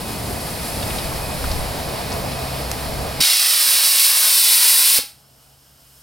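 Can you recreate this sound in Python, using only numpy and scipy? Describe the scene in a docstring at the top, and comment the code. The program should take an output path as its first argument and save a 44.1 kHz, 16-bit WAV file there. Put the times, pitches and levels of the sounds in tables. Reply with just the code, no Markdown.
"""Steam boiler lifts its safety valve

A small upright boiler in a paved yard: noise bands for the rumbling fire, roaring draught and leaking steam,
resonances and a wavering sine for the humming flue, puffs of wind, and short noise bursts for ticks.
The safety valve pops, blows as layered noise for nearly two seconds and seats with a clunk of decaying sines.
The hand-held microphones back away, so the jet's reflections slide; gain control ducks and recovers slowly.
"""
import sys
import numpy as np
from scipy import signal
from scipy.fft import rfft, irfft
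from scipy.io import wavfile
from scipy.ndimage import uniform_filter1d

SR = 44100
rng = np.random.default_rng(int(sys.argv[2]) if len(sys.argv) > 2 else 0)


def store_pcm(level_fs):
    """Save levels as 16-bit WAV."""
    pcm = np.round(np.clip(level_fs, -1, 1) * 32767).astype(np.int16)
    wavfile.write(sys.argv[1], SR, np.atleast_2d(pcm).T)


N = 265482
T = np.arange(N) / SR  # time, s
F = np.maximum(np.arange(N // 2 + 1) * SR / N, 1)  # frequency of each spectrum bin, Hz

# Colour of the fire's rumble. Each row: frequency in Hz, spectral level in dB.
FIRE_SPECTRUM = [(20, -22), (42, -20), (55, 4), (80, -0.5), (110, -0.5), (170, -2.5), (260, -5.5),
                 (360, -8.5), (500, -30.5)]
# Colour of the draught in the stack. Each row: frequency in Hz, spectral level in dB.
DRAUGHT_SPECTRUM = [(200, -4.5), (330, -12), (430, -1.5), (560, -1.5), (680, 1), (800, -2.5), (1050, -6.5),
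                    (1400, -16), (2200, -25)]
# Standing waves of the flue. Each row: centre in Hz, half width in Hz, gain in dB.
FLUE_MODES = [(61.6, 2.3, -4), (63.2, 2.9, -7.5), (89.4, 5.3, -10), (204, 6, -20.5), (261.6, 7.3, -17)]
# Colour of the leaking steam. Each row: frequency in Hz, spectral level in dB.
LEAK_SPECTRUM = [(710, -19), (1200, 8), (1380, 0), (2310, -0.5), (2480, -0.5), (2650, -2), (3500, -3),
                 (4380, 0), (5150, -0.5), (6510, -16), (10800, -11), (15500, -23)]
# Colour of the weeping, seated valve. Each row: frequency in Hz, spectral level in dB.
WEEP_SPECTRUM = [(1350, 0), (1800, -8.5), (2600, -9.5), (2950, -0.5), (3600, -8), (4700, -3.5), (5300, 1.5),
                 (6000, -8), (6400, -4), (7000, -7), (8800, -2), (10500, -7), (12500, -2.5), (15500, -9.5)]
# Thin whistle of the leak. Each row: centre in Hz, half width in Hz, gain in dB.
WHISTLE_MODES = [(2520, 8, 0)]
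# Spurts of the escaping steam. Each row: peak time in seconds, half length in seconds, lift in dB.
STEAM_SPURTS = [(0.677, 0.055, 3.5), (0.915, .08, 2.2), (1.493, 0.19, 2.7), (2.756, 0.14, 1.9),
                (5.45, 0.068, 2), (5.97, .15, 4)]
# Puffs of wind on the microphones. Each row: peak time in seconds, half length in seconds, level in dB.
WIND_GUSTS = [(1.1, .4, -33), (1.557, .12, -25), (2.948, .25, -35.5)]
# Ticks of handling and spitting water.
# Each row: start in seconds, level in dB, centre in Hz, full width in Hz, 60 dB decay in seconds.
HANDLING_TICKS = [(.827, -23.5, 3500, 3500, .05), (.902, -29, 2460, 2500, 0.095),
                  (.984, -27.5, 4000, 2000, 0.14), (1.112, -26, 1030, 200, 0.054),
                  (1.442, -21, 1280, 400, 0.029), (1.514, -24, 4800, 2500, .04),
                  (2.119, -26, 5200, 1800, .02), (2.127, -25, 5460, 2500, 0.016),
                  (2.319, -27, 4500, 2500, .025), (2.715, -16, 5200, 14000, 0.016),
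                  (5.241, -31, 1300, 900, .04)]
# Colour of the jet's hiss and sizzle. Each row: frequency in Hz, spectral level in dB.
JET_SPECTRUM = [(1180, -37), (2000, -6.5), (2540, -4), (3260, -4.5), (3870, -0.5), (5000, -0.5),
                (6640, -10), (7360, -7.5), (8960, 1), (11700, -0.5), (15100, 2), (15500, 2)]
# Colour of the jet's roar. Each row: frequency in Hz, spectral level in dB.
ROAR_SPECTRUM = [(100, -28), (250, -12), (400, -14), (650, -4), (1000, 0), (1500, 1), (2000, 3.5),
                 (2600, -15)]
# Extra travel time of two reflections. Each row: time in seconds, short path in seconds, long path in seconds.
REFLECTION_PATHS = [(3.2, .0013, 0.0038), (3.7, 0.0018, 0.0043), (4.2, 0.0018, 0.0048),
                    (4.6, 0.00212, 0.0041), (5.0, 0.0019, 0.0035)]
# Blows of the valve disc. Each row: start in seconds, level in dB.
DISC_BLOWS = [(3.868, -9), (4.988, 8), (5.036, -9)]
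# Ringing of the valve and its pipe. Each row: pitch in Hz, relative level in dB, 60 dB decay in seconds.
VALVE_MODES = [(110, -23, 0.075), (270, -12.5, 0.061), (500, -3, 0.027), (824, -26.5, 0.5),
               (1335, -33, 0.31), (2220, -27, 0.18), (2724, -26, 0.21)]
# Diffuse share of most sounds. Each row: frequency in Hz, side minus mid in dB.
STEREO_WIDTH = [(60, -19.5), (300, -11), (700, -9), (1400, -5), (3500, -10.5), (5000, -14), (9000, -22.5),
                (13000, -18.5)]
# Diffuse share of the jet: wider in the lows, narrow in the treble.
# Each row: frequency in Hz, side minus mid in dB.
JET_STEREO_WIDTH = [(300, -15), (1500, -11), (3900, -17), (5000, -29), (9000, -37), (11000, -23),
                    (15000, -20)]
# Microphones step up to the boiler, then back away. Each row: time in seconds, distance in metres.
LISTENING_DISTANCE = [(0, 1.27), (.7, 0.98), (2.3, 1.0), (3.2, 1.05), (4.2, 2.2), (6.0, 2.14)]
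# Lean of the top treble as the microphones turn. Each row: time in seconds, left minus right in dB.
TREBLE_LEAN = [(.9, -1), (1.9, -8), (3.5, -13.5), (4.3, -0.5), (6.0, -2)]
# Phase by which the left microphone leads. Each row: frequency in Hz, phase in radians.
LEFT_LEAD = [(0, 0), (100, 0.12), (400, 0.8), (900, 1), (1700, 0.58), (4000, 0.58), (5500, 0),
             (7000, 0.028)]

# Loudness of each part of the boiler.
# Each row: dB at 1 m in front, dB more at the side, dB lost per doubling of distance.
FIRE_LOUDNESS = (-30, -3.5, 4.3)
FLUE_LOUDNESS = (-39.5, 8.1, 1.2)
DRAUGHT_LOUDNESS = (-30.5, 0.34, 5.8)
HISS_LOUDNESS = (-35, 0.26, 4.6)
SIZZLE_LOUDNESS = (-34.5, -3.6, 3.6)
WHISTLE_LOUDNESS = (-49, .8, 6)

# the listener walks round from the fire door to the side of the boiler
ROUND_FROM_S, ROUND_TO_S = 0.83, 1.9
SINGING_HZ = 134.6  # one flue mode that the flames keep sounding
HUM_DIP_DB = 7  # the flue sinks while the valve blows
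WEEP_HISS_DB, WEEP_SIZZLE_DB = -33.5, -32
SPURT_HISS_SHARE = 0.48  # a spurt lifts the hiss less than the sizzle

OPEN_S, SEAT_S = 3.202, 4.993  # the safety valve opens and seats
PUFF_DB, PUFF_HZ, PUFF_T60_S, PUFF_LEAD_S = -19.5, 320, 0.24, 0.004  # air pushed out ahead of the steam
CRACK_S = 0.0049  # time the disc takes to crack open
LIFT_DB, LIFT_S = 24, 0.018  # the blast swells as the disc lifts
# base levels of the jet, before pop, beam, lift and choke
JET_ROAR_DB, JET_HISS_DB, JET_SIZZLE_DB = -9.5, 2.5, 4.5
POP_DB, POP_ROAR_DB, POP_S = 5.5, 6, 0.15  # extra hiss and roar while the excess pressure escapes
# backing into the beam of the jet, where the treble is stronger
BEAM_FROM_S, BEAM_TO_S, BEAM_HISS_DB, BEAM_SIZZLE_DB = 3.34, 4.7, 1.5, 5
# the outlet pipe rings, most clearly from beside the beam
OUTLET_HZ, OUTLET_HALF_WIDTH_HZ, OUTLET_DB, OUTLET_BEAM_DB = 5280, 360, -3.5, -5.5
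SINK_S, SINK_DB = 0.12, 1.5  # the blast weakens as the disc sinks towards its seat
# the seating disc chokes the flow, then the pipe empties
CHOKE_S, CHOKE_DB, CHOKE_SIZZLE_DB, EMPTY_T60_S = 0.012, -5.5, -4, 0.27
TOP_HZ = 15900  # final top cut


def undb(db):
    """Decibels to gain."""
    return 10 ** (np.asarray(db) / 20)


def curves(table):
    """The columns of a table, joined by straight lines in time."""
    times, *columns = np.transpose(table)
    return [np.interp(T, times, column) for column in columns]


def ramp(start, end):
    """Steady move from 0 to 1 between two times."""
    return np.clip((T - start) / (end - start), 0, 1)


def swell(peak_s, half_length):
    """Smooth rise to 1 and fall around a time."""
    return np.exp(-((T - peak_s) / half_length) ** 2)


def decay(start, t60):
    """Envelope that jumps up at start and dies away by 60 dB in t60 seconds."""
    return (T >= start) * undb(-60 * np.maximum(T - start, 0) / t60)


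def walk(rate):
    """Random levels held 1 / rate s, slewed twice and scaled to unit spread."""
    hold = max(int(SR / rate), 1)
    steps = np.repeat(rng.standard_normal(N // hold + 1), hold)
    smooth = uniform_filter1d(uniform_filter1d(steps, hold), hold)[:N]
    return smooth / np.std(smooth)


def colour(points):
    """Gain at every frequency from (Hz, dB) points, joined on a log frequency axis."""
    hz, db = np.transpose(points)
    return undb(np.interp(np.log(F), np.log(hz), db))


def resonances(modes):
    """Summed gain of resonances, each halved at its half width from the centre."""
    return sum(undb(db) / (1 + ((F - hz) / half_width) ** 2) for hz, half_width, db in modes)


def below(hz):
    """Steep low-pass gain."""
    return 1 / np.sqrt(1 + (F / hz) ** 10)


def above(hz):
    """Steep high-pass gain."""
    return 1 / np.sqrt(1 + (hz / F) ** 10)


def noise(gain, side_db=0, width=STEREO_WIDTH):
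    """Stereo turbulence with the given spectrum; its mid has unit level, side_db widens it."""
    mid_side_gain = np.array([np.ones(len(F)), colour(width) * undb(side_db)])
    mid, side = irfft(rfft(rng.standard_normal((2, N))) * gain * mid_side_gain, N)
    return np.array([mid + side, mid - side]) / np.std(mid)


def delayed(x, lag):
    """Both channels read a moving lag (s) later."""
    return np.array([np.interp(T - lag, T, channel) for channel in x])


def heard_db(loudness):
    """Level of a part of the boiler from where the listener stands."""
    front_db, side_db, doubling_db = loudness
    doublings = np.log2(curves(LISTENING_DISTANCE)[0])
    return front_db + side_db * ramp(ROUND_FROM_S, ROUND_TO_S) - doubling_db * doublings


def fire(flames):
    """Turbulent combustion rumbles in low noise that flickers with the flames."""
    return noise(colour(FIRE_SPECTRUM)) * undb(heard_db(FIRE_LOUDNESS) + 1.0 * flames)


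def draught(flames):
    """Air roars up the stack, flickering with the same flames."""
    return noise(colour(DRAUGHT_SPECTRUM), side_db=-2) * undb(heard_db(DRAUGHT_LOUDNESS) + 0.94 * flames)


def flue():
    """Flames stir the standing waves of the flue; one mode sings on as a wavering hum."""
    boom = noise(resonances(FLUE_MODES), side_db=2)
    # the draught keeps feeding the waves, so their strength stays fairly even
    boom = boom / np.sqrt(uniform_filter1d(boom[0] ** 2, SR // 8))
    phase = 2 * np.pi * np.cumsum(SINGING_HZ * (1 + 0.01494 * walk(10))) / SR
    # more of the hum is heard from the top of the stack on backing away
    away = ramp(OPEN_S, SEAT_S)
    hum = np.sqrt(2) * np.sin(phase) * undb(-6.0 + 2.5 * away + 1.5 * walk(16))
    blowing = ramp(OPEN_S, OPEN_S + 0.11) - ramp(SEAT_S, SEAT_S + 0.1)
    body = (boom * undb(-3.5 - 1.5 * away) + hum) * undb(-HUM_DIP_DB * blowing)
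    return body * undb(heard_db(FLUE_LOUDNESS))


def boiler():
    """Fire and draught share one flicker; the flue hums with them."""
    flames = walk(21.98)
    return fire(flames) + flue() + draught(flames)


def escaping_steam(spectrum, hiss_db, sizzle_db, spurt_db, spit):
    """Steam through a narrow gap makes a hiss and a wider, higher sizzle, both lifted by spurts."""
    hiss = noise(colour(spectrum) * above(1370) * below(6700), side_db=0.5)
    hiss = hiss * undb(hiss_db + SPURT_HISS_SHARE * spurt_db + 0.45 * spit)
    sizzle = noise(colour(spectrum) * above(7060), side_db=10.5)
    sizzle = sizzle * undb(sizzle_db + spurt_db + 0.55 * spit)
    return hiss + sizzle


def leaks():
    """Steam spits and whistles at a pipe joint; from seating on, the valve weeps with another colour."""
    spurt_db = sum(db * swell(peak_s, half_length) for peak_s, half_length, db in STEAM_SPURTS)
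    spit = walk(29.87)
    whistle = noise(resonances(WHISTLE_MODES)) * undb(heard_db(WHISTLE_LOUDNESS))
    leak = escaping_steam(LEAK_SPECTRUM, heard_db(HISS_LOUDNESS), heard_db(SIZZLE_LOUDNESS), spurt_db, spit)
    weep = escaping_steam(WEEP_SPECTRUM, WEEP_HISS_DB, WEEP_SIZZLE_DB, spurt_db, spit)
    return whistle + leak * (T < SEAT_S) + weep * (T >= SEAT_S)


def breeze():
    """Light wind buffets the microphones in puffs of wide, very low noise."""
    strength = sum(undb(db) * swell(peak_s, half_length) for peak_s, half_length, db in WIND_GUSTS)
    spectrum = colour([(10, -6), (25, -4), (45, 0), (70, 1.5), (150, -20), (400, -46), (2000, -90)])
    return noise(spectrum, side_db=10) * strength


def ticks():
    """Handling and spitting water tick in short noise bursts, each with its own pitch region."""
    out = np.zeros((2, N))
    for start, db, hz, width, t60 in HANDLING_TICKS:
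        out += noise(resonances([(hz, width / 2, 0)])) * undb(db) * decay(start, t60)
    return out


def puff():
    """The opening valve shoves the air out of its pipe in a low, dying burst."""
    return noise(below(PUFF_HZ) * above(90)) * undb(PUFF_DB) * decay(OPEN_S - PUFF_LEAD_S, PUFF_T60_S)


def jet():
    """Steam tears out of the valve, swells as the disc lifts, settles and is cut off when it seats."""
    age = np.maximum(T - OPEN_S, 0)
    pop = np.exp(-age / POP_S)
    beam = ramp(BEAM_FROM_S, BEAM_TO_S)
    choke = ramp(SEAT_S - CHOKE_S, SEAT_S)
    # water in the pipe makes the first moments sputter
    sputter_db = 2.0 * np.exp(-age / 0.26) * walk(350)
    flutter_db = 0.5 * walk(45)

    roar = noise(colour(ROAR_SPECTRUM), width=JET_STEREO_WIDTH)
    roar = roar * undb(JET_ROAR_DB + POP_ROAR_DB * pop + 1.27 * walk(17))
    hiss = noise(colour(JET_SPECTRUM) * above(2100) * below(7700), width=JET_STEREO_WIDTH)
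    hiss = hiss * undb(JET_HISS_DB + POP_DB * pop + BEAM_HISS_DB * beam + 0.53 * walk(25.1))
    outlet = noise(resonances([(OUTLET_HZ, OUTLET_HALF_WIDTH_HZ, 0)]), width=JET_STEREO_WIDTH)
    outlet = outlet * undb(OUTLET_DB + POP_DB * pop + OUTLET_BEAM_DB * beam)
    sizzle = noise(colour(JET_SPECTRUM) * above(5200) * below(13300), width=JET_STEREO_WIDTH)
    sizzle_db = JET_SIZZLE_DB + BEAM_SIZZLE_DB * beam + CHOKE_SIZZLE_DB * choke
    sizzle = sizzle * undb(sizzle_db + 0.36 * walk(25))

    lift_db = -LIFT_DB * np.exp(-age / LIFT_S)
    sink_db = -SINK_DB * ramp(SEAT_S - SINK_S, SEAT_S)
    emptying = np.where(T < SEAT_S, 1, decay(SEAT_S, EMPTY_T60_S))
    flow = ramp(OPEN_S, OPEN_S + CRACK_S) * emptying
    disc_db = lift_db + sink_db + CHOKE_DB * choke
    return (roar + hiss + outlet + sizzle) * flow * undb(disc_db + flutter_db + sputter_db)


def yard(x, short_db=-9, long_db=-12.5, scatter_db=-14.5, t60=0.4):
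    """Two sliding reflections comb the sound; paving and bushes scatter a short tail that slides too."""
    short_lag, long_lag = curves(REFLECTION_PATHS)
    # reflections lose treble
    soft = irfft(rfft(x) / np.sqrt(1 + (F / 4000) ** 2), N)
    echoes = undb(short_db) * delayed(soft, short_lag) + undb(long_db) * delayed(soft, long_lag)
    tail = noise(colour([(100, 6.0), (3000, -1), (15000, -8.5)]), side_db=-24) * decay(0.0037, t60)
    tail = tail[:, :SR // 2]
    tail = tail / np.sqrt(np.sum(tail[0] ** 2))
    scatter = signal.fftconvolve(x, tail, axes=1)[:, :N]
    return undb(2.5) * x + echoes + undb(scatter_db) * delayed(scatter, short_lag)


def valve_thumps():
    """The disc knocks, seats and bounces; each blow rings the valve and its pipe as decaying sines."""
    out = np.zeros(N)
    for start, db in DISC_BLOWS:
        for hz, mode_db, t60 in VALVE_MODES:
            ring = np.sin(2 * np.pi * hz * (T - start))
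            out += undb(db + mode_db) * decay(start, t60) * ring
    return out


def scene():
    """The boiler and its valve, heard from a few steps away."""
    return boiler() + leaks() + breeze() + ticks() + puff() + yard(jet()) + valve_thumps()


def gain_control(x, limit_db=-16.5, recover_db_per_s=1.5, window_s=0.0165, attack_s=0.003):
    """Gain drops quickly when the mono sum, less its top treble, passes the limit, then creeps back up."""
    sensed = irfft(rfft(x.mean(0)) * below(6300), N)
    power = uniform_filter1d(sensed ** 2, int(window_s * SR))
    excess_db = np.maximum(10 * np.log10(np.maximum(power, 1e-12)) - limit_db, 0)
    # hold each peak of the excess, released at a steady rate
    recovery_db = recover_db_per_s * T
    held_db = np.maximum.accumulate(excess_db + recovery_db) - recovery_db
    keep = np.exp(-1 / (attack_s * SR))
    reduction_db = signal.lfilter([1 - keep], [1, -keep], held_db)
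    return x * undb(-reduction_db)


def microphones(x):
    """Two close ports: the left leads in the mids, the top treble favours the side that faces the steam."""
    sides = np.array([[1], [-1]])
    lead = np.interp(F, *np.transpose(LEFT_LEAD))
    # opposite phase turns of half the lead on each side
    spectrum = rfft(x) * (1 + 1j * sides * np.tan(lead / 2))
    treble = irfft(spectrum * np.exp(-((F - 12200) / 2000) ** 4), N)
    # a left minus right level in dB becomes a share added left and taken right
    lean = np.tanh(curves(TREBLE_LEAN)[0] * np.log(10) / 40)
    return irfft(spectrum, N) + sides * lean * treble


def record(dry):
    """Gain control, the pair of microphones and a steep top cut."""
    top_cut = signal.ellip(12, 0.1, 90, TOP_HZ, fs=SR, output="sos")
    return signal.sosfilt(top_cut, microphones(gain_control(dry)))


dry = scene()
out = record(dry)
store_pcm(out)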